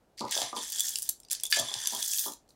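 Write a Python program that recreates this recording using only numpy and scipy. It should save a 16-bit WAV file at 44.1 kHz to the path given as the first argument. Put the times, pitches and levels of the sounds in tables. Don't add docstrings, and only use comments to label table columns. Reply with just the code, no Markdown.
import sys
import numpy as np
from scipy import signal
from scipy.fft import rfft, irfft
from scipy.io import wavfile

SR = 44100
rng = np.random.default_rng(int(sys.argv[2]) if len(sys.argv) > 2 else 0)


def attenuation_scalar(level_db):
    decades = np.asarray(level_db, float) / 20
    return 10 ** decades


def output_pcm(signal):
    pcm = np.clip(np.atleast_2d(signal).T, -1, 1) * 32767
    wavfile.write(sys.argv[1], SR, np.round(pcm).astype(np.int16))


N = 112455

# f/Hz, level/dB, t60/s
HOPPER_MODES = [(873, -16.5, 0.011), (1620, -16.5, 0.035), (1780, -8.5, 0.016), (3470, -10, 0.012),
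                (4735, -11, 0.043), (6050, -3.5, 0.0118), (6300, -19, 0.017), (7300, -5, 0.015),
                (7570, -15.5, 0.09), (8590, -14.5, 0.1), (9330, -8.5, 0.019), (10100, -10.5, 0.046),
                (11500, -34, 0.052)]


def cut(x, hz, kind, order=4):
    return signal.sosfilt(signal.butter(order, hz, kind, fs=SR, output="sos"), x)


def at_hz(points, hz):
    f, db = np.array(points).T
    return np.interp(np.log(hz), np.log(f), db)


def ring(clicks, hz, t60):
    r, w = attenuation_scalar(-60 / (t60 * SR)), 2 * np.pi * hz / SR
    return signal.lfilter([.5, 0, -.5], [1, -2 * r * np.cos(w), r * r], clicks + 1e-18)


def pings(rows, rise_s, t60):
    out, t = np.zeros(N + 4000), np.arange(4000) / SR
    for s, db, hz in rows:
        i = int(s * SR)
        envelope = attenuation_scalar(db - 60 * t / t60) * (1 - np.exp(-t / rise_s))
        out[i:i + len(t)] += envelope * np.sin(2 * np.pi * hz * t)
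    return out[:N]


def random_sizes(spread_db):
    size_db = spread_db * np.minimum(rng.exponential(1, N), 4)
    sizes = attenuation_scalar(size_db) * rng.choice([-1, 1], N)
    return sizes / np.sqrt(np.mean(sizes ** 2))


def flow():
    # t/s, level/dB, brightness/(dB per octave), hopper ring/dB
    pours = [
        [(.172, -65, -21, -19), (.2, -51.5, -14.5, -13), (.235, -66, -15.5, -10), (.305, -53.5, -18, 11),
         (.313, -38, -12, 17.5), (.36, -34.5, 3.5, 9.5), (.43, -38, -9.5, 13), (.54, -64, -14, 21.5)],
        [(.545, -54, -3, 7), (.57, -42.5, -12, 17.5), (.66, -43, -2, 10), (.84, -35, 5, 4.5),
         (.95, -42, 4, 5.5), (1.0, -44.5, 12, 0.5), (1.085, -47.5, -1, 10)],
        [(1.3, -72, 4, 3), (1.32, -37.5, -1.5, 9), (1.43, -73.5, -18, -4.5), (1.44, -52.5, -3, 6),
         (1.495, -71.5, -4, -4.5)],
        [(1.5, -46.5, 4.5, 6.5), (1.53, -31, 1, 14), (1.57, -33.5, -7, 14.5), (1.6, -36.5, -1.5, 12.5),
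         (1.65, -48, -11, 16.5), (1.85, -42, -2, 16), (2.15, -32.5, 7, -1.5), (2.24, -35, 8.5, 3),
         (2.35, -58.5, 8.5, -5)],
        [(2.49, -64, 3.5, -15.5), (2.55, -87, 6, -17.5)],
    ]
    t = np.arange(N) / SR
    s, *columns = np.concatenate(pours).T
    level_db, bright_db, ring_db = [np.interp(t, s, c) for c in columns]
    pouring = sum((t >= p[0][0]) & (t < p[-1][0]) for p in pours) > 0
    return attenuation_scalar(level_db) * pouring, bright_db, ring_db


def pour():
    # f/Hz, level/dB
    tick_colour = [(1180, -55), (2000, 3), (2890, -24.5), (3370, -17.5), (3940, 3.5), (6300, 6),
                   (15500, -10.5)]
    # f/Hz, t60/s
    bowl_modes = [(3250, .014), (3420, .016), (3600, .014)]
    ticks_per_s, spread_db, clump_db = 5000, 4, 1.5
    tick_cycles, tick_from_hz, bright_from_hz = 20, 4830, 6750
    flow_db, bowl_db = -24, -28
    scoop_hz, scoop_db, scoop_t60_s, scoop_until_s = 4650, -5.5, 0.0065, 0.42

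    gain, bright_db, ring_db = flow()
    clump = signal.lfilter([1], [1, -.995], rng.standard_normal(N)) / 10
    clicks = random_sizes(spread_db) * (rng.random(N) < ticks_per_s / SR)
    clicks = clicks * attenuation_scalar(clump_db * clump) * gain * np.sqrt(SR / ticks_per_s)

    pitches, dealt = np.geomspace(2000, 15700, 28), rng.integers(0, 28, N)
    weights = attenuation_scalar(at_hz(tick_colour, pitches)) * pitches
    weights = weights / np.sqrt(np.mean(weights ** 2 * tick_cycles / pitches * SR / 28))
    out = 0
    for k, hz in enumerate(pitches):
        brightness = attenuation_scalar(bright_db * np.log2(hz / bright_from_hz))
        out = out + weights[k] * ring(clicks * (dealt == k) * brightness, hz, tick_cycles / hz)
    out = cut(out, tick_from_hz, "high", order=2)

    turns = rng.integers(0, 12, (len(HOPPER_MODES) + len(bowl_modes) + 1, N)) == 0
    ringing = clicks * attenuation_scalar(ring_db)
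    for (hz, db, t60), turn in zip(HOPPER_MODES, turns):
        out = out + attenuation_scalar(db + flow_db) * ring(ringing * turn, hz, t60)
    for (hz, t60), turn in zip(bowl_modes, turns[len(HOPPER_MODES):]):
        out = out + attenuation_scalar(bowl_db) * ring(ringing * turn, hz, t60)
    in_scoop = turns[-1] * (np.arange(N) < scoop_until_s * SR)
    return out + attenuation_scalar(scoop_db) * ring(clicks * attenuation_scalar(-ring_db) * in_scoop, scoop_hz, scoop_t60_s)


def beans():
    # t/s, peak level/dB, f/Hz
    early = [(0.177, -38, 4820), (0.193, -29, 4440), (0.2077, -27, 4220), (0.2507, -36, 4900),
             (0.265, -43, 4600), (0.3105, -26, 8000), (0.322, -19.5, 4370), (0.3226, -27, 4360),
             (0.332, -34, 4500), (0.352, -15, 3470), (0.376, -15, 3540), (0.417, -16, 3350),
             (0.5628, -32.5, 6400), (0.648, -32.5, 6600), (0.7008, -29, 8800), (0.7274, -26, 5900),
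             (0.721, -23, 10000), (.785, -23, 4900), (0.796, -21, 7800), (0.8053, -14, 10100),
             (0.884, -21.5, 6770), (0.8915, -22.5, 8950), (0.9569, -16.5, 5450), (0.9856, -20.5, 9130),
             (1.021, -21, 8930), (1.0277, -23.5, 9550), (1.0903, -14.5, 9600), (1.094, -13.5, 11500)]
    late = [(1.201, -40.5, 8600), (1.233, -45.5, 5450), (1.2493, -46, 6000), (1.2851, -43.5, 5000),
            (1.2999, -31.5, 5130), (1.3082, -24, 6000), (1.3132, -16, 7000), (1.321, -22, 9670),
            (1.33, -18, 10300), (1.35, -24.5, 4630), (1.399, -27.5, 5200), (1.408, -38, 8000),
            (1.4347, -16, 8660), (1.4391, -29, 7200), (1.4535, -23, 6760), (1.465, -26.5, 7280),
            (1.501, -29, 11200), (1.507, -28, 7300), (1.513, -20, 12000), (1.5256, -14.5, 4000),
            (1.5446, -22, 6550), (1.5613, -21.5, 6030), (1.5715, -22.5, 5700), (1.5896, -18.5, 6200),
            (1.597, -20, 7540), (1.6867, -32.5, 6100), (1.7399, -18.5, 5050), (1.8571, -21, 5000),
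            (1.872, -13, 6130), (1.949, -23.5, 9330), (2.027, -18, 6370), (2.061, -22.5, 6070),
            (2.1343, -17, 6050), (2.175, -20, 13900), (2.1841, -18, 6200), (2.1933, -17, 8590),
            (2.3201, -32.5, 7100), (2.3349, -32, 6960)]
    settling = [
        (2.478, -62.5, 4370),
        (2.4891, -54.5, 4520),
        (2.5054, -48, 4250),
    ]
    snap_db, snap_t60_s, rise_s = -3.5, 0.014, 0.00032
    crack_db, crack_t60_s, crack_octaves, crack_from_hz = 1.5, 0.011, 0.97, 3030
    hopper_db, bean_from_hz = -10, 1420
    reach_db = -8.5

    rows = np.array(early + late + settling)
    out, t = np.zeros(N + 2000), np.arange(2000) / SR
    noise = rng.standard_normal((len(rows), len(t)))
    mix_db = rng.normal(0, 6.1, (len(rows), len(HOPPER_MODES)))
    rise = 1 - np.exp(-t / rise_s)
    for (s, db, hz), grit in zip(rows, noise):
        i = int(s * SR)
        edges = np.clip(hz * 2 ** np.array([-crack_octaves, crack_octaves]), crack_from_hz, 19000)
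        crack = cut(grit * attenuation_scalar(crack_db - 60 * t / crack_t60_s), edges, "band", order=3)
        snap = attenuation_scalar(snap_db - 60 * t / snap_t60_s) * np.sin(2 * np.pi * hz * t)
        out[i:i + len(t)] += attenuation_scalar(db) * rise * (crack + snap)

    starts, peak_db, pitch = (rows[:, 0] * SR).astype(int), rows[:, 1], rows[:, 2]
    for (hz, db, t60), own_db in zip(HOPPER_MODES, mix_db.T):
        far_db = reach_db * abs(np.log2(hz / pitch))
        clicks = np.zeros(len(out))
        clicks[starts] = attenuation_scalar(peak_db + db + own_db + hopper_db + far_db)
        out += ring(clicks, hz, t60)
    return cut(out[:N], bean_from_hz, "high")


def bowl():
    # t/s, peak level/dB, f/Hz
    early = [(0.5766, -34, 3200), (0.609, -32, 3600), (0.6863, -38.5, 3330), (0.7347, -42, 3450),
             (0.7552, -33, 3366), (0.7781, -34, 3300), (0.7919, -29.5, 3385), (0.8051, -22.5, 3413),
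             (0.8144, -42.5, 3500), (0.8284, -35, 3540), (0.8784, -36.5, 3470), (0.8834, -40.5, 3470),
             (0.9339, -37, 3330), (1.4351, -28.5, 3370), (1.4566, -29, 3480), (1.4654, -40, 3550)]
    late = [(1.5803, -26.5, 3280), (1.5928, -22.5, 3440), (1.6014, -30, 3420), (1.6711, -42, 3350),
            (1.6851, -27, 3470), (1.6954, -29.5, 3350), (1.716, -29.5, 3450), (1.7394, -31, 3470),
            (1.7844, -33, 3380), (1.8412, -36, 3510), (1.8721, -28.5, 3420), (1.9036, -44, 3450),
            (1.9245, -50, 3560), (1.9485, -31, 3320), (1.9629, -33, 3330), (2.0028, -47, 3470),
            (2.0164, -34, 3330), (2.0248, -29.5, 3385), (2.0424, -32, 3470), (2.0981, -36.5, 3320),
            (2.1226, -33, 3320), (2.1635, -34.5, 3230), (2.1839, -31, 3365), (2.1934, -33, 3600),
            (2.2543, -36, 3275), (2.2817, -36.5, 3360)]
    return attenuation_scalar(7) * pings(early + late, rise_s=.0012, t60=.02)


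def lid():
    # t/s, peak level/dB
    touches = [
        (1.5255, -20.5),
    ]
    # f/Hz, level/dB, t60/s
    modes = [(1725, -3, .2), (1758, -7, .17), (2150, 0, .012), (2440, 0, .015), (2900, 0, .012),
             (3500, -1, .012), (4100, -1, .012), (4622, -4, .14), (4661, -6, .14)]
    clicks = np.zeros(N)
    for s, db in touches:
        clicks[int(s * SR)] = attenuation_scalar(db)
    ringing = sum(attenuation_scalar(db) * ring(clicks, hz, t60) for hz, db, t60 in modes)
    return cut(ringing, 1420, "high")


def box():
    # t/s, peak level/dB, extra level of the deep modes/dB, f of the blow/Hz
    knocks = [(0.207, -35.5, 13, 816), (0.213, -27, -15, 980), (.241, -28.5, 4.5, 980),
              (.346, -36, -20, 860), (.364, -29.5, -31, 633), (0.386, -30.5, -22, 790),
              (0.417, -26, -34, 745), (0.439, -35, -21, 710), (0.529, -28.5, -0.5, 1180),
              (0.566, -30, 4.5, 996), (1.317, -53.5, -18, 606), (1.433, -50, -15, 830),
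              (1.571, -27, -12, 677), (1.595, -28.5, -12, 667), (1.621, -37.5, -10, 616),
              (1.687, -42.5, -23, 990), (1.713, -39.5, -15, 820), (1.752, -40.5, -18, 890),
              (1.848, -44.5, -14, 1110), (1.924, -36.5, 8, 830), (1.934, -30.5, -9, 933),
              (1.976, -40, -2, 700), (2.26, -30.5, -17, 960), (2.277, -34.5, 4.5, 857),
              (2.296, -57, 4, 1150)]
    # f/Hz, level/dB, t60/s
    modes = [(239, -16.5, 0.017), (280, -8, 0.02), (424.4, -7.5, 0.013), (644, -14.5, 0.022),
             (849, -7.5, 0.012), (963, -2.5, 0.0081), (1150, -11.5, 0.062)]
    blow_db, wood_db, deep_below_hz = -5.5, -2.5, 350
    rumble_per_s, rumble_db, rumble_s = 800, -5.5, 0.014

    t = np.arange(N) / SR
    grit = random_sizes(1.0) * (rng.random(N) < rumble_per_s / SR) * attenuation_scalar(rumble_db)
    mix_db = rng.normal(0, 2.24, (len(knocks), len(modes)))
    out = attenuation_scalar(3.5) * pings(np.array(knocks)[:, [0, 1, 3]], rise_s=0.00096, t60=0.02)
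    for (hz, mode_db, t60), own_db in zip(modes, mix_db.T):
        push = np.zeros(N)
        for (s, db, deep_db, _), own in zip(knocks, own_db):
            i = int(s * SR)
            gain = attenuation_scalar(db + own + deep_db * (hz < deep_below_hz))
            push[i] += gain * attenuation_scalar(blow_db)
            push[i:] += gain * grit[i:] * np.exp(-t[:N - i] / rumble_s)
        out = out + attenuation_scalar(mode_db + wood_db) * ring(push, hz, t60)
    return cut(cut(out, 1137, "low", order=6), 182, "high")


def table():
    # t/s, peak level/dB
    thumps = [
        (0.24, -44.5),
        (0.432, -49.5),
        (1.6, -43),
        (1.628, -43.5),
        (1.76, -48.5),
        (1.961, -57.5),
    ]
    mode_hz, t60_s, push_s = 121, 0.14, 0.0035
    clicks, push = np.zeros(N), np.hanning(int(2 * push_s * SR))
    for s, db in thumps:
        clicks[int(s * SR)] = attenuation_scalar(db)
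    t = np.arange(N // 4) / SR
    swell = np.convolve(push / push.sum(), attenuation_scalar(-60 * t / t60_s))
    tone = np.sin(2 * np.pi * mode_hz * np.arange(len(swell)) / SR)
    return signal.fftconvolve(clicks, swell * tone)[:N]


def kitchen(x):
    t60_s, treble_t60_s, split_hz, onset_s = .2, 0.099, 6900, 0.013
    t = np.arange(SR // 2) / SR
    low, high = rng.standard_normal((2, len(t)))
    tail = cut(low, split_hz, "low", order=2) * attenuation_scalar(-60 * t / t60_s)
    tail = tail + cut(high, split_hz, "high", order=2) * attenuation_scalar(-60 * t / treble_t60_s)
    tail = tail * np.minimum(t / onset_s, 1)
    return signal.fftconvolve(x, tail / np.sqrt(np.sum(tail ** 2)))[:N]


def air():
    # f/Hz, level/dB per Hz
    colour = [(41, 4.5), (60, -3.5), (330, -5), (700, -7), (1100, -15), (2200, -24.5), (6000, -28),
              (15800, -35.5)]
    hz = np.maximum(np.fft.rfftfreq(N, 1 / SR), 10)
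    spectrum = rfft(rng.standard_normal(N)) * attenuation_scalar(at_hz(colour, hz)) * (hz > 34)
    x = irfft(spectrum, N)
    return attenuation_scalar(-67.5) * x / x.std()


def scene():
    rattle = pour() + lid() + box()
    hits = beans() + bowl()
    room = attenuation_scalar(-5) * kitchen(rattle + attenuation_scalar(-6) * hits)
    return (rattle + hits + room + table() + air())[None]


def top_cut(x):
    return signal.sosfilt(signal.butter(12, 16830, fs=SR, output="sos"), x)


def record(dry):
    low_pass = signal.cheby2(10, 30, 16300, fs=SR, output="sos")
    mix = signal.sosfilt(low_pass, dry)
    return top_cut(mix)


dry = scene()
out = record(dry)
output_pcm(out)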